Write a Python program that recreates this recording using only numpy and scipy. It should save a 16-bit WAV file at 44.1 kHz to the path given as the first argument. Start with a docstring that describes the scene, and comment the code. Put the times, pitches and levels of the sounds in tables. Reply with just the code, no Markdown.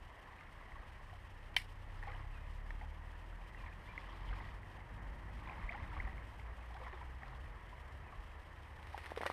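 """A hooked fish swirls, gulps and thuds at the surface; dry stalks crack, a reel clicks, an engine pulls away.
A small bird warbles faintly over distant traffic, a high hiss and a thin steady tone.
Engine, bird and thin tone are driven sines; bubbles, ticks, stems and reel are decaying tones; cracks are
short tone pulses. Traffic, hiss, fizz, spray and leaves are coloured noise or grains under level curves."""
import sys
import numpy as np
from scipy import signal
from scipy.fft import rfft, irfft, next_fast_len
from scipy.io import wavfile

SR = 44100
rng = np.random.default_rng(int(sys.argv[2]) if len(sys.argv) > 2 else 0)


def volts(x):
    """Linear amplitude factor 10**(x/20) for a level x in dB, scalar or array-like."""
    e = np.asarray(x, float) / 20
    return 10 ** e


def transcribe(u):
    """Save the signal u as a 16-bit wav file named by the first command-line argument.

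    u: samples, shape (n,) or (channels, n), limited to [-1, 1]; the rate is SR.
    q: integer samples, one column per channel.
    """
    v = np.clip(np.atleast_2d(u).T, -1, 1)
    q = np.round(v * 32767).astype(np.int16)
    wavfile.write(sys.argv[1], SR, q)


N = 411012

# spectrum of churned water: f/Hz, relative density/dB
CHURN_TONE = [(180, -25), (300, 1), (380, -13), (451, -7), (595, -5.5), (653, -3.5), (1090, 4), (1420, -7),
              (1980, 0.5), (2860, -16), (7000, -32), (9100, -69), (15400, -120)]
# spectrum of fine spray: f/Hz, relative density/dB
SPRAY_TONE = [(1800, -30), (2500, -3), (3200, 0), (3900, -9), (5200, -12), (6200, -24), (9000, -26),
              (15000, -36)]
# spectrum of dry leaves: f/Hz, relative density/dB
RUSTLE_TONE = [(180, -39), (300, -10), (492, -10), (662, -8.5), (1240, -4), (1370, -12), (1930, -2.5),
               (2560, -12), (5120, -22), (5550, -24.5), (7230, -35.5), (8810, -26), (15400, -41)]
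# large bubbles: t/s, start level/dB, start f/Hz, rise/(octaves/s)
BUBBLES = [(.755, -49, 1120, -1), (1.129, -50, 740, -4), (1.955, -55, 1250, 8), (2.028, -46, 908, -12),
           (2.072, -38.5, 813, 0.5), (2.073, -49, 1065, 9), (2.085, -53, 495, 3), (2.158, -51, 1700, 5),
           (2.19, -54, 1110, -6), (2.812, -48, 870, -1.5), (3.635, -48, 1000, 9), (3.657, -49, 950, 3),
           (4.305, -45, 2120, -5), (4.327, -44.5, 1210, 1), (4.38, -48, 2100, -1), (4.4, -43, 2000, 3),
           (5.418, -48, 860, -3), (5.471, -46, 1030, -1), (5.495, -45, 1026, 0), (5.577, -45, 848, 8.5),
           (5.705, -44.5, 670, 5), (5.88, -52, 1160, 2), (5.93, -46, 960, -1), (5.965, -42, 1113, 0.5),
           (6.07, -46.5, 767, 0), (6.815, -49, 518, -1), (6.864, -46, 1400, -9), (6.869, -44, 998, 1),
           (6.928, -49.5, 386, -4.5), (6.932, -48, 1050, 5), (7.01, -45, 974, 2), (7.232, -49, 760, 9),
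           (7.727, -46, 1000, -1.5), (8.123, -45.5, 1160, 1)]


def rms_one(x):
    """Scale to rms 1."""
    return x / np.sqrt(np.mean(x ** 2) + 1e-20)


def in_time(rows):
    """Columns of a table as sample curves."""
    s, *columns = np.transpose(rows)
    return [np.interp(np.arange(N) / SR, s, c) for c in columns]


def fade(rows, edge_s):
    """1 inside the table's span, sloping to 0 outside."""
    first_s, last_s = rows[0][0], rows[-1][0]
    return np.interp(np.arange(N) / SR, [first_s - edge_s, first_s, last_s, last_s + edge_s], [0, 1, 1, 0])


def coloured(x, spectrum):
    """Shape a white signal to this spectrum, log-f interpolated; rms 1."""
    hz, db = np.transpose(spectrum)
    size = next_fast_len(N)
    log_hz = np.log(np.arange(1, size // 2 + 2) * SR / size)
    gain = volts(np.interp(log_hz, np.log(hz), db))
    return rms_one(irfft(rfft(x, size) * gain, size)[:N])


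def drift(rate_hz):
    """Slow random wander of rms 1: twice low-passed noise, drawn every 40 samples."""
    r = np.exp(-80 * np.pi * rate_hz / SR)
    slow = signal.lfilter([1], [1, -2 * r, r * r], rng.standard_normal(N // 40 + 2002))[2000:]
    return np.interp(np.arange(N) / 40, np.arange(len(slow)), rms_one(slow))


def ring(clicks, hz, t60_s):
    """Two-pole resonance: a unit click starts a dying sine of height 1."""
    r, w = volts(-60 / (t60_s * SR)), 2 * np.pi * hz / SR
    return signal.lfilter([0, np.sin(w)], [1, -2 * r * np.cos(w), r * r], clicks + 1e-18)


def add(out, s, db, hz, t60_s, rise, attack_s):
    """Add one dying tone gliding by rise octaves/s."""
    start = round(s * SR)
    t = np.arange(min(round(1.2 * t60_s * SR), N - start)) / SR
    turns = np.cumsum(hz * 2 ** (rise * t)) / SR
    level = volts(db - 60 * t / t60_s) * np.minimum(t / attack_s, 1)
    out[start:start + len(t)] += level * np.sin(2 * np.pi * turns)


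def bursts(times, db, t60_s):
    """Envelope that jumps at each time and dies away."""
    marks = np.zeros(N)
    marks[np.round(np.array(times) * SR).astype(int)] = volts(db)
    return signal.lfilter([1], [1, -volts(-60 / (t60_s * SR))], marks + 1e-18)


def grains(per_s, spread_db):
    """Random clicks of uneven size and either sign."""
    sizes = volts(spread_db * np.minimum(rng.exponential(1, N), 4)) * rng.choice([-1, 1], N)
    return sizes * (rng.random(N) < per_s / SR)


def hiss():
    """High noise with a quick level flutter."""
    # f/Hz, relative density/dB
    air_tone = [(1900, -37), (2500, -1.5), (3150, -1), (3450, -8.5), (4300, -13), (5300, -14), (6300, -19),
                (7600, -21), (8700, -17), (10300, -24.5), (11300, -21), (12300, -28.5), (14000, -23.5),
                (15200, -29)]
    return volts(-71.5 + 1.96 * drift(37)) * coloured(rng.standard_normal(N), air_tone)


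def whine():
    """Thin high sine with slight phase wander."""
    level_db, hz = -99, 11300
    return volts(level_db) * np.sin(2 * np.pi * hz * np.arange(N) / SR + 0.72 * drift(8))


def traffic():
    """Rumble, tyre noise and exhaust drone: coloured noises, each gently lumpy."""
    # rumble swelling and fading: t/s, level/dB before wander
    roar = [(0, -57), (1.06, -58.5), (2.28, -57), (3.71, -56.5), (4.38, -52.5), (5.4, -52), (6.1, -50.5),
            (6.4, -54), (6.9, -55), (7.47, -54), (8.33, -54.5), (8.82, -55), (9.32, -59)]
    # spectra: f/Hz, relative density/dB
    rumble_tone = [(12, -40), (20, -3.5), (48, 5.5), (75, 1), (99, -2), (178, -19), (300, -25.5),
                   (390, -45), (660, -120)]
    road_tone = [(88, -44), (150, 0), (246, -6.5), (342, -3), (380, -5.5), (595, -3), (638, -3.5),
                 (677, -4.5), (963, 0), (1470, -8), (1880, -1.5), (2500, -15.5), (3250, -49), (5500, -120)]
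    drone_tone = [(90, -33), (135, 4), (240, -1.5), (330, -5.5), (480, -29), (900, -100)]
    # exhaust drone: t/s, level/dB before wander
    drone_level = [(1, -75), (6, -61), (6.7, -80), (9.32, -87)]
    road_db, road_follows = -59.5, 0.6   # at mean rumble dB; share of its swell
    rumble_db, = in_time(roar)
    road_db = road_db + road_follows * (rumble_db - rumble_db.mean())
    drone_db, = in_time(drone_level)
    rumble = volts(rumble_db + 1.5 * drift(1.5)) * coloured(rng.standard_normal(N), rumble_tone)
    road = volts(road_db + 0.7 * drift(7.8)) * coloured(rng.standard_normal(N), road_tone)
    drone = volts(drone_db + 1.1 * drift(5.0)) * coloured(rng.standard_normal(N), drone_tone)
    return rumble + road + drone


def engine():
    """Four firing orders as sines, weighted by pipe and distance; the air makes them waver."""
    # speed, idling then pulling away: t/s, firing f/Hz before wander
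    firing = [(0, 31), (1.9, 32), (2.8, 37), (4, 44), (5.2, 50), (6, 52.8), (7.06, 62.3), (8.2, 71.5),
              (9.32, 78)]
    # t/s, effort/dB
    effort = [(0, -67), (.8, -57), (1.1, -57), (1.9, -53.5), (2.3, -47), (3.2, -49), (3.9, -55.5),
              (4.3, -48), (4.7, -52.5), (5.1, -55), (5.5, -57.5), (6, -52), (7.1, -45), (7.5, -52),
              (9.32, -56)]
    # pipe and distance weighting of an order: f/Hz, gain/dB
    exhaust = [(55, -0.3), (63, -6.5), (75, -2.5), (88, -10), (98, 0), (107, -11), (116, -19), (130, -12.5),
               (145, -18.5), (200, -40)]
    order_loss_db = 1.4   # per order
    hz = in_time(firing)[0] * (1 + 0.0058 * drift(1.96))
    turns, effort_db = np.cumsum(hz) / SR, in_time(effort)[0]
    pipe_hz, pipe_db = np.transpose(exhaust)
    out = np.zeros(N)
    for k in range(1, 5):
        weight_db = np.interp(np.log(k * hz), np.log(pipe_hz), pipe_db) - order_loss_db * (k - 0.5)
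        level = np.sqrt(2) * volts(effort_db + weight_db + 1.54 * drift(4.2))
        out += level * np.sin(2 * np.pi * k * turns)
    return out


def bird():
    """A far warble of gliding sines, broken and blurred by leaves."""
    # one list per note: t/s, f/Hz before wander, level/dB before blur
    notes = [
        [(2.34, 2700, -68), (2.36, 2460, -66), (2.4, 2430, -67), (2.42, 2520, -65), (2.46, 2550, -67)],
        [(3.575, 2710, -66), (3.6, 2500, -63), (3.64, 2350, -67)],
        [(3.865, 1800, -62), (3.89, 2320, -61), (3.905, 2360, -50), (3.925, 2370, -63), (3.95, 2950, -68)],
        [(4.06, 3000, -70), (4.115, 3250, -68), (4.15, 2300, -63)],
        [(4.25, 3120, -69), (4.285, 3040, -67)],
        [(4.335, 2200, -65), (4.365, 2380, -62)],
        [(8.05, 2600, -66), (8.1, 2400, -67)],
    ]
    out = np.zeros(N)
    blur = 0.8 + 0.45 * drift(120)
    for rows in notes:
        hz, db = in_time(rows)
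        turns = np.cumsum(hz * (1 + 0.01025 * drift(41.6))) / SR
        out += volts(db + 2.0 * drift(25)) * blur * fade(rows, 0.015) * np.sin(2 * np.pi * turns)
    return out


def cracks():
    """A stalk's crack is a cycle or so of its body tone under a Gaussian."""
    # t/s, peak/dB, body f/Hz
    crack_rows = [(8.8294, -46, 2720), (8.979, -31.5, 1120), (9.053, -40, 1700), (9.061, -36, 1950),
                  (9.105, -46, 1500), (9.1197, -30.5, 670), (9.1639, -35, 2000), (9.1766, -32, 900),
                  (9.209, -32, 610), (9.2134, -36, 700), (9.2153, -33, 1500), (9.2254, -35, 620),
                  (9.234, -25.5, 970), (9.24, -40, 1600), (9.2568, -30, 1170), (9.2626, -24.5, 840),
                  (9.266, -25.5, 1950), (9.277, -34, 1930), (9.3009, -24, 865)]
    out, t = np.zeros(N), np.arange(-200, 200) / SR
    width_cycles = 0.98   # full width at 1/e
    for s, db, hz in crack_rows:
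        at = round(s * SR)
        pulse = np.exp(-(2 * t * hz / width_cycles) ** 2) * np.cos(2 * np.pi * hz * t)
        out[at - 200:at + 200] += volts(db) * pulse
    return out


def stems():
    """Knocked hollow stems ring on a little, falling in pitch."""
    # t/s, start level/dB, start f/Hz, t60/s
    knocks = [(8.944, -26.5, 850, 0.022), (9.173, -25, 480, 0.027), (9.261, -29, 597, 0.035),
              (9.272, -30, 1950, .028)]
    out = np.zeros(N)
    for s, db, hz, t60_s in knocks:
        add(out, s, db, hz, t60_s, rise=-7.0, attack_s=0.003)
    return out


def leaves():
    """Dry leaves brush and puff as grains; each puff opens with a noise snap."""
    # brushing: t/s, level/dB before wander
    rustle = [(8.8, -72), (8.96, -62), (9.1, -59), (9.14, -68), (9.2, -58), (9.25, -58), (9.275, -51),
              (9.32, -55)]
    # puffs: t/s, start level/dB
    puffs = [(8.829, -60), (8.871, -60), (8.898, -60), (8.978, -50), (9.06, -50), (9.105, -58),
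             (9.162, -52), (9.176, -47), (9.214, -48), (9.234, -49), (9.257, -53), (9.264, -40), (9.3, -49)]
    s, db = np.transpose(puffs)
    texture = coloured(grains(6000, spread_db=3.5), RUSTLE_TONE)
    brushing = volts(in_time(rustle)[0] + 2.5 * drift(30)) * fade(rustle, 0.12)
    snaps = coloured(rng.standard_normal(N), RUSTLE_TONE) * bursts(s, db + 6.0, t60_s=0.009)
    return snaps + texture * (brushing + bursts(s, db, t60_s=0.05))


def reel():
    """Quick contacts strike the reel's modes; the bushes scatter a short tail back."""
    # contacts: t/s, strike/dB
    contacts = [(1.544, -45), (1.5642, -22), (1.5655, -13.5), (1.5681, -24), (1.5694, -24), (1.5733, -35)]
    # modes: f/Hz, gain/dB, t60/s
    modes = [(974, -16, 0.011), (1650, -17, 0.016), (1950, -10, 0.011), (2335, -7.5, 0.011),
             (3110, -7.5, 0.013), (3670, -15, 0.01), (4240, -14, 0.0079), (4750, -21, 0.009),
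             (5500, -23, 0.009), (6500, -27, .004), (8300, -25, 0.004), (10200, -26, 0.003),
             (12500, -27, .003)]
    # scattered tail: f/Hz, relative density/dB
    echo_tone = [(710, -60), (1200, -25), (2190, 1), (2600, -16), (2790, -5), (3490, -15), (5500, -16),
                 (6170, -31), (9320, -21), (15000, -33)]
    s, db = np.transpose(contacts)
    out = np.zeros(N)
    for k, (hz, mode_db, t60_s) in enumerate(modes):
        clicks = np.zeros(N)
        clicks[np.round(s * SR).astype(int)] = volts(db + mode_db + rng.normal(0, 1.5, len(s)))
        out += (-1) ** k * ring(clicks, hz, t60_s)
    # a small part radiates no bass
    out = signal.sosfilt(signal.butter(2, 600, "high", fs=SR, output="sos"), out)
    scatter = coloured(rng.standard_normal(N), echo_tone) * volts(3.0 * drift(70))
    return out + scatter * bursts([s[2] + 0.0028], -42.5, t60_s=0.17)


def ticks():
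    """Drops and ticks ring briefly, each inside a short puff of spray."""
    # t/s, start level/dB, start f/Hz
    tick_rows = [(0.4095, -44, 2090), (0.432, -45, 1800), (0.7196, -41.5, 1970), (1.0972, -46.5, 1900),
                 (2.0273, -37, 1840), (2.035, -39, 1820), (2.1186, -41, 2010), (2.149, -49, 2950),
                 (2.7054, -34.5, 1840), (2.706, -41, 1240), (3.5468, -41.5, 1900), (3.68, -45, 1930),
                 (3.9779, -30, 2070), (4.289, -45, 3070), (4.4877, -41, 1890), (4.632, -45, 1900),
                 (5.393, -48, 2150), (5.474, -44, 2400), (5.4954, -40, 2450), (5.7226, -35, 2000),
                 (5.73, -37, 1980), (5.75, -39, 1850), (6.05, -40, 1950), (6.075, -40, 1900),
                 (6.095, -44, 1950), (6.18, -44, 2200), (6.3964, -43.5, 2150), (6.61, -53, 2500),
                 (6.8658, -45, 1910), (6.9306, -41.5, 1840), (7.2325, -41, 1900)]
    out = np.zeros(N)
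    for s, db, hz in tick_rows:
        add(out, s, db, hz, t60_s=0.017, rise=0.1, attack_s=0.00096)
    s, db, hz = np.transpose(tick_rows)
    return out + coloured(rng.standard_normal(N), CHURN_TONE) * bursts(s, db - 18.5, t60_s=0.045)


def plips(strength):
    """Small drops fall at random, thicker and louder with the churn, gliding up."""
    count, mean_db, follows = 200, -55.5, 0.6   # base level at mean churn; share of its dB swing
    t60_cycles = 34
    out = np.zeros(N)
    share = np.cumsum(strength) / np.sum(strength)
    for when, size, pitch, rise in rng.random((count, 4)):
        at = min(np.searchsorted(share, when), N - 1)
        hz = 700 * 3.6 ** pitch
        swing_db = 20 * np.log10(strength[at] / strength.mean())
        db = mean_db + follows * swing_db - 4.0 * np.log(size + 0.05)
        add(out, at / SR, db, hz, t60_cycles / hz, 25 * rise, attack_s=0.0015)
    return out


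def droplets():
    """Fine spray droplets are tiny high pings, gliding up."""
    # t/s, start level/dB, start f/Hz
    droplet_rows = [(1.9814, -59, 4850), (2.0009, -64, 5240), (2.0358, -59, 4210), (2.0654, -67, 4690),
                    (2.0712, -62, 4220), (2.0994, -66, 5200), (2.1181, -59, 4290), (2.1424, -64, 5310),
                    (2.1924, -63, 4990), (2.2114, -68, 5280)]
    out = np.zeros(N)
    for s, db, hz in droplet_rows:
        add(out, s, db, hz, t60_s=0.0094, rise=5.0, attack_s=0.001)
    return out


def flicks():
    """Flicks of bright spray: noise bursts dying fast."""
    # t/s, start level/dB
    flick_rows = [(1.458, -66), (2.035, -65), (2.07, -65), (2.118, -66), (4.047, -68), (4.07, -68),
                  (4.45, -65), (5.875, -65), (6.742, -57), (6.837, -65), (6.88, -63), (7.28, -61),
                  (7.35, -63)]
    s, db = np.transpose(flick_rows)
    return bursts(s, db, t60_s=0.035) * coloured(rng.standard_normal(N), SPRAY_TONE)


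def churning():
    """Gains of churn and spray: swirls rise, hold lumpily and fall; large bubbles add fizz to the churn."""
    # fish swirls: t/s, length/s, churn/dB, spray/dB, both before lumpiness
    swirl_rows = [(0.263, 0.72, -71.5, -87), (2.007, 0.18, -68, -74), (3.62, 0.041, -66, -82),
                  (3.876, 0.33, -65, -71), (4.272, 0.22, -67, -70), (5.405, 0.14, -61.5, -75),
                  (5.647, 0.14, -60, -74), (5.85, 0.24, -63.5, -74), (6.6, 0.018, -67, -83),
                  (6.77, 0.19, -66.5, -79), (7.23, 0.054, -66, -78)]
    rise_s, fall_s, lumpy_db = 0.054, 0.11, 2
    t, swirls = np.arange(N) / SR, np.zeros((2, N))
    for s, length_s, churn_db, spray_db in swirl_rows:
        shape = np.interp(t, [s - rise_s, s, s + length_s, s + length_s + fall_s], [0, 1, 1, 0])
        swirls += volts([[churn_db], [spray_db]]) * shape
    churn, spray = swirls * volts(lumpy_db * drift(11))
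    s, db, hz, rise = np.transpose(BUBBLES)
    return churn + bursts(s, db - 18.5, t60_s=0.19), spray


def bubble_swarm():
    """Random clicks ring small bubbles at 30 pitches; rms 1."""
    clicks = grains(1500 * volts(1.5 * drift(15)), spread_db=3.2)
    pitches_hz, dealt = np.geomspace(350, 4200, 30), rng.integers(0, 30, N)
    swarm = np.zeros(N)
    for k, hz in enumerate(pitches_hz):
        # two resonances in series give a soft start
        bubbles = ring(ring(clicks * (dealt == k), hz, 23.6 / hz), hz, 7.3 / hz)
        swarm += rms_one(bubbles) * np.sqrt(hz)
    return rms_one(swarm)


def water():
    """Bubble swarm over fizz trickles throughout and swells with the swirls, adding plips and spray."""
    trickle_db = -68
    texture = coloured(bubble_swarm() + 0.7 * rng.standard_normal(N), CHURN_TONE)
    churn, spray = churning()
    strength = volts(trickle_db) + churn
    spray_texture = coloured(grains(2500, spread_db=4.5), SPRAY_TONE)
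    return texture * strength + plips(strength) + spray * spray_texture


def large_bubbles():
    """Large bubbles ring as gliding tones whose decay scales with period."""
    out, t60_cycles = np.zeros(N), 66
    for s, db, hz, rise in BUBBLES:
        add(out, s, db, hz, t60_cycles / hz, rise, attack_s=0.0024)
    return out


def gulps():
    """Pockets of air keep sounding while they slide up in pitch."""
    # t/s, length/s, level/dB before waver, start f/Hz, f/Hz at that length
    gulp_rows = [(2.05, .014, -54, 1600, 2050), (2.095, .02, -56, 1850, 2000),
                 (2.13, .018, -56, 1500, 2000), (5.689, .005, -36, 1850, 2150),
                 (5.998, .006, -43, 1750, 2100), (2.374, .012, -55, 1250, 1800), (2.81, .04, -57, 640, 900),
                 (5.745, .04, -49.5, 780, 980), (6.748, .03, -51, 700, 900),
                 (6.757, 0.0102, -52, 860, 1150), (6.799, .036, -52, 400, 1100),
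                 (6.845, .02, -57, 1050, 1200), (6.855, .03, -52, 800, 1000)]
    edge_s = 0.004   # rise; the fall takes twice this
    out, waver = np.zeros(N), volts(3.0 * drift(90))
    for s, length_s, db, start_hz, end_hz in gulp_rows:
        t = np.arange(round((length_s + 2 * edge_s) * SR)) / SR
        turns = np.cumsum(start_hz * (end_hz / start_hz) ** (t / length_s)) / SR
        edges = np.clip(np.minimum(t, (t[-1] - t) / 2) / edge_s, 0, 1)
        at = round(s * SR)
        out[at:at + len(t)] += volts(db) * edges * waver[at:at + len(t)] * np.sin(2 * np.pi * turns)
    return out


def thuds():
    """Low swells thud as the tail beats, sinking slightly in pitch."""
    # t/s, start level/dB, start f/Hz
    thud_rows = [(4.287, -28, 47), (5.629, -29, 37.3), (5.637, -34, 58), (5.969, -30, 77),
                 (5.991, -26, 42.8), (6.039, -25.5, 46), (8.179, -34, 40.6)]
    out = np.zeros(N)
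    for s, db, hz in thud_rows:
        add(out, s, db, hz, t60_s=0.12, rise=-0.3, attack_s=0.021)
    return out


def scene():
    """All sources at one microphone."""
    background = hiss() + whine() + traffic() + engine() + bird()
    bank = cracks() + stems() + leaves() + reel()
    fish = ticks() + droplets() + flicks() + water() + large_bubbles() + gulps() + thuds()
    return (background + bank + fish)[None]


def band_limit(x):
    """A steep low-pass at the top of the band."""
    return signal.sosfilt(signal.butter(12, 15590, fs=SR, output="sos"), x)


def record(dry):
    """Low-pass: 60 dB down from 16 kHz."""
    cut = signal.sosfilt(signal.cheby2(12, 60, 16000, fs=SR, output="sos"), dry)
    return band_limit(cut)


dry = scene()
out = record(dry)
transcribe(out)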